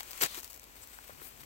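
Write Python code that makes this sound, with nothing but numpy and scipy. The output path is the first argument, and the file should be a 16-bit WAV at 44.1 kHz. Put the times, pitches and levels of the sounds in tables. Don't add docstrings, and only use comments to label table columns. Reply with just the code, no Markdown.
import sys
import numpy as np
from scipy import signal
from scipy.fft import rfft, irfft, next_fast_len
from scipy.io import wavfile
from scipy.ndimage import uniform_filter1d

SR = 44100
rng = np.random.default_rng(int(sys.argv[2]) if len(sys.argv) > 2 else 0)


def master_out(mix):
    frames = np.transpose(np.atleast_2d(mix))
    ceiling = np.clip(frames, -1, 1)
    pcm = np.round(ceiling * 32767).astype(np.int16)
    wavfile.write(sys.argv[1], SR, pcm)


N = 63945
TIME = np.arange(N) / SR
LAG_S, LAG_SPREAD_S = .0003, .00004
CUTOFF_HZ = 15900


def from_db(db):
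    return 10 ** (np.asarray(db) / 20)


def rms_one(x):
    return x / np.sqrt(np.mean(x ** 2) + 1e-20)


def level(curve):
    return from_db(np.interp(TIME, *np.transpose(curve)))


def drift(hz):
    step, warm_up = 40, 2000
    pole = np.exp(-2 * np.pi * hz * step / SR)
    noise = rng.standard_normal(N // step + warm_up + 2)
    slow = signal.lfilter([1], [1, -2 * pole, pole * pole], noise)[warm_up:]
    return np.interp(np.arange(N) / step, np.arange(len(slow)), rms_one(slow))


def colour(x, points, keep_power=True):
    size = 2 * next_fast_len(N)
    hz, db = np.transpose(points)
    gain = from_db(np.interp(np.log(np.fft.rfftfreq(size, 1 / SR) + 1), np.log(hz), db))
    if keep_power:
        gain = gain / np.sqrt(np.mean(gain[:size * CUTOFF_HZ // SR] ** 2))
    cepstrum = irfft(np.log(gain))
    cepstrum[1:size // 2] *= 2
    cepstrum[size // 2 + 1:] = 0
    return irfft(rfft(x, size) * np.exp(rfft(cepstrum)))[..., :N]


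def resonate(x, hz, width_hz):
    pole = np.exp(-np.pi * width_hz / SR)
    feedback = [1, -2 * pole * np.cos(2 * np.pi * hz / SR), pole * pole]
    return np.sqrt((1 - pole * pole) / 2) * signal.lfilter([1, 0, -1], feedback, x)


def resonate_twice(x, hz, width_hz):
    return resonate(resonate(x, hz, width_hz), hz, width_hz)


def grains(per_s, spread_db, direct):
    sizes = from_db(spread_db * np.minimum(rng.exponential(1, (3, N)), 3))
    signs = rng.choice([-1, 1], (3, N))
    clicks = sizes * signs * (rng.random((3, N)) < per_s / SR)
    clicks /= np.sqrt(np.abs(uniform_filter1d(clicks ** 2, size=150)) + 1e-3)
    lags = np.round((LAG_S + LAG_SPREAD_S * rng.standard_normal(N)) * SR).astype(int)
    left, scattered = clicks[0], clicks[1:]
    right = np.bincount((np.arange(N) + lags) % N, left, N)
    return np.sqrt(direct) * rms_one(np.array([left, right])) + np.sqrt(1 - direct) * rms_one(scattered)


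def burst(start_s, db, decay_s, attack_s=.00023, tail_s=.0044, tail_db=-19.5):
    age = np.maximum(TIME - start_s, 0)
    after_peak = np.maximum(age - attack_s, 0)
    tail = from_db(tail_db) * np.exp(-after_peak / tail_s)
    return from_db(db) * np.minimum(age / attack_s, 1) * np.hypot(np.exp(-after_peak / decay_s), tail)


def push(start_s):
    return np.array([np.arange(N) == int(s * SR) for s in (start_s, start_s + LAG_S)]) + 1e-18


def placed(x, right_db):
    return x * from_db([[0], [right_db]])


def wind(air_db=-57.5, swing_db=1.5, waver=.17):
    # frequency_hz, gain_db
    air_colour = [(20, -3), (45, 7.5), (100, 14), (170, 3), (260, 10.5), (600, 8), (2500, 2.5),
                  (5200, -11.5), (7900, -3), (9500, -27), (12500, 0), (16000, 2.5)]
    strength = from_db(air_db + swing_db * drift(hz=17))
    air = strength * colour(grains(per_s=45000, spread_db=3.5, direct=.47), air_colour)
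    drone = np.zeros(N)
    for hz, db in [(49, -66.5), (72, -72.5), (237, -76)]:
        amplitude = from_db(db) * np.sqrt(2) * (1 + waver * drift(hz=4.4))
        phase = 2 * np.pi * (hz * TIME + rng.random()) + waver * drift(hz=1.9)
        drone += amplitude * np.sin(phase)
    return air + drone


def grinding(flutter_db=.9):
    # time_s, level_db
    pressure = [(0, -35), (.02, -56.5), (.075, -48), (.13, -47), (.2, -42.5), (.28, -45.5), (.335, -43),
                (.38, -39.5), (.418, -58), (.452, -47), (.48, -55.5), (.6, -90)]
    # frequency_hz, gain_db
    scrape_colour = [(60, -3), (300, -9), (1200, 2), (3200, 0), (5000, -4.5), (8000, 0.5), (9300, -3.5),
                     (11000, -3), (14000, 1), (16000, 3)]
    slips = from_db(flutter_db * drift(hz=170))
    grit = grains(per_s=9400, spread_db=3.5, direct=.41)
    return colour(level(pressure) * slips * grit, scrape_colour)


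def knocks(crumble_db=-3.5):
    # start_s, level_db, pitch_hz, width_hz
    bumps = [(.006, -33, 856, 656), (.2245, -35, 320, 130), (.236, -43, 135, 101), (.24, -35, 670, 330),
             (.257, -46, 188, 111), (0.375, -43.5, 330, 149), (0.988, -35, 930, 1300),
             (1.095, -41, 456, 616), (1.1008, -37, 1000, 2000), (1.1058, -37, 1000, 1800),
             (1.15, -39, 1890, 2400), (1.199, -37, 1490, 2200), (1.218, -34, 950, 1690),
             (1.218, -43, 402, 420), (1.434, -32.5, 1850, 2600)]
    # frequency_hz, gain_db
    softness = [(200, 0.5), (1500, 1.5), (3000, -8), (8000, -16)]
    out = np.zeros((2, N))
    grit = grains(per_s=5000, spread_db=.5, direct=.64)
    for start_s, db, hz, width_hz in bumps:
        ring = resonate_twice(push(start_s), hz, width_hz)
        crumbs = burst(start_s, db=0, decay_s=.005) * grit
        crunch = from_db(crumble_db) * ring.std() * rms_one(resonate_twice(crumbs, hz, width_hz))
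        out += from_db(db) * (ring + crunch) / np.abs(ring).max()
    return colour(out, softness, keep_power=False)


def crack(clump_db=1.3, click_db=11):
    # time_s, level_db
    tear = [(.203, -51), (.207, -35), (.217, -26), (.229, -27), (.236, -23.5), (.245, -31), (.253, -30),
            (.263, -31), (.270, -40), (.28, -57)]
    # start_s, level_db, decay_s
    fractures = [(.0064, -32, 0.0026), (.1322, -33.5, .0008), (.1817, -41, .0011), (.212, -28, 0.00031),
                 (.2174, -21.5, 0.001), (.2297, -26, .0007), (.2329, -22.5, 0.0031), (.237, -20, 0.0013),
                 (.2418, -29, 0.002), (.2464, -25, 0.00047), (.2613, -28, 0.00085), (.346, -33, 0.0016),
                 (.352, -37, 0.0041), (.376, -40.5, 0.0095), (.388, -41.5, 0.0017)]
    # pitch_hz, width_hz, gain_db
    crack_peaks = [(863, 14, -33), (1023, 130, -18.5), (2264, 82, -20), (2454, 105, -18.5), (2845, 87, -24),
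                   (3230, 18, -28), (3836, 87, -23.5), (4444, 92, -19.5), (11120, 200, -18),
                   (12300, 200, -30)]
    # frequency_hz, gain_db
    crack_colour = [(40, -42), (130, -7.5), (220, -10), (330, -1.5), (700, -0.5), (1500, 4), (2400, 3),
                    (3400, -0.5), (5500, 0), (8000, 3.5), (9200, -5), (10500, -7.5), (12200, 2.5),
                    (13300, -6.5), (16000, 4)]
    clumps = from_db(clump_db * drift(hz=500))
    tearing = level(tear) * clumps * grains(per_s=9000, spread_db=3.5, direct=.61)
    snaps = sum(burst(*row) for row in fractures) * grains(per_s=30000, spread_db=3, direct=.93)
    blows = sum(from_db(db + click_db) * push(start_s) for start_s, db, _ in fractures)
    breaking = tearing + snaps + resonate(blows, hz=2600, width_hz=4700)
    ringing = sum(from_db(db) * resonate(breaking, hz, width_hz) for hz, width_hz, db in crack_peaks)
    return colour(breaking, crack_colour) + ringing


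def splinters(clump_db=3):
    # start_s, level_db
    breaks = [(0.0312, -30), (0.1091, -29.5), (0.115, -29.5), (0.1773, -31), (0.402, -33.5), (0.409, -37),
              (0.4447, -30), (0.4279, -38), (0.432, -30), (0.459, -40.5), (.477, -36), (0.5022, -41),
              (0.5307, -34.5), (0.5428, -40), (0.562, -39), (0.57, -42), (.576, -38.5), (0.596, -36.5),
              (0.619, -43), (.632, -40), (0.6404, -37), (0.8736, -37), (1.079, -40), (1.397, -48),
              (1.408, -40), (1.437, -38.5)]
    # time_s, level_db
    settling = [(.33, -58), (.39, -39), (.418, -58), (.44, -47), (.47, -54.5), (.492, -56), (.507, -42.5),
                (.524, -54.5), (.545, -46.5), (.585, -69), (.65, -59), (.72, -61)]
    # frequency_hz, gain_db
    tick_colour = [(100, -28.5), (700, -1), (2300, -4), (3800, -3.5), (6000, 0), (8000, 0.5), (10000, -2.5),
                   (13000, 5), (16000, 2.5)]
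    envelope = sum(burst(start_s, db, decay_s=.0011) for start_s, db in breaks)
    ticks = envelope * grains(per_s=30000, spread_db=3, direct=.77)
    clumps = from_db(clump_db * drift(hz=160))
    crackle = level(settling) * clumps * grains(per_s=15000, spread_db=0, direct=.78)
    return colour(ticks + crackle, tick_colour)


def rasps():
    # start_s, length_s, level_db, pitch_hz, width_hz
    rubs = [(0.13, 0.059, -62, 11000, 350), (0.231, 0.15, -48, 3700, 1230),
            (0.813, 0.036, -51.5, 7750, 1000), (0.882, 0.13, -60, 7860, 587),
            (1.209, 0.092, -45.5, 13900, 3500)]
    out = np.zeros((2, N))
    friction = grains(per_s=12000, spread_db=0, direct=.14)
    for start_s, length_s, db, hz, width_hz in rubs:
        progress = np.clip((TIME - start_s) / length_s, 0, 1)
        swell = np.sqrt(np.abs(np.sin(np.pi * progress)))
        out += from_db(db) * swell * resonate(friction, hz, width_hz)
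    return out


def squeaks():
    # start_s, level_db, pitch_hz
    slips = [(.2226, -17.5, 12140), (.2364, -19.5, 12300)]
    friction = grains(per_s=35000, spread_db=0, direct=.41)
    return sum(burst(start_s, db, decay_s=.0022) * resonate(friction, hz, width_hz=290)
               for start_s, db, hz in slips)


def gust(puff_s=.017):
    # time_s, level_db
    strength = [(0, -75), (.7, -103), (1.05, -71), (1.14, -55.5), (1.26, -67), (1.45, -58)]
    # frequency_hz, gain_db
    gust_colour = [(20, -20), (60, -16), (130, -7), (220, -13.5), (500, -22.5), (3000, -59)]
    # peak_s, level_db
    puffs = [(.44, -58.5), (.668, -56), (.8, -58.5), (.88, -61)]
    swells = sum(from_db(db) * np.exp(-((TIME - peak_s) / puff_s) ** 2) for peak_s, db in puffs)
    rumble = rms_one(resonate_twice(rng.standard_normal(N), hz=67.4, width_hz=28))
    buffeting = level(strength) * colour(rng.standard_normal((2, N)), gust_colour)
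    return buffeting + swells * rumble


def slush(flutter_db=2):
    # time_s, level_db
    slide = [(.55, -100), (.73, -66), (.77, -50.5), (.815, -53.5), (.838, -46), (.856, -56), (.93, -49.5),
             (1, -54), (1.09, -49.5), (1.16, -56), (1.205, -50.5), (1.225, -50), (1.272, -48.5),
             (1.295, -52), (1.385, -56), (1.408, -46.5), (1.425, -52.5), (1.45, -68)]
    # frequency_hz, gain_db
    hiss_colour = [(100, -3.5), (500, 1.5), (1500, 6), (2800, 2), (5000, 0), (7000, -3.5), (8000, 4),
                   (9200, 1.5), (11300, -2.5), (13200, 7), (16000, 4.5)]
    flutter = from_db(flutter_db * drift(hz=70))
    crystals = grains(per_s=15000, spread_db=4, direct=.49)
    return colour(level(slide) * flutter * crystals, hiss_colour)


def scene():
    ice = placed(crack() + squeaks(), right_db=1.5)
    ice += grinding() + rasps() + splinters() + knocks()
    ice += placed(slush(), right_db=-1.5)
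    return ice + placed(wind(), right_db=2) + gust()


def record(dry):
    # frequency_hz, gain_db
    shade = [(100, -4), (400, -4.5), (2500, -8), (5500, -5), (7500, -5.5), (8300, -1), (9100, -30),
             (10900, -7), (12700, -25), (16000, -13)]
    pair = np.array([dry[0], colour(dry[1], shade, keep_power=False)])
    lowpass = signal.ellip(12, .05, 60, CUTOFF_HZ, fs=SR, output="sos")
    return signal.sosfiltfilt(lowpass, pair)


dry = scene()
out = record(dry)
master_out(out)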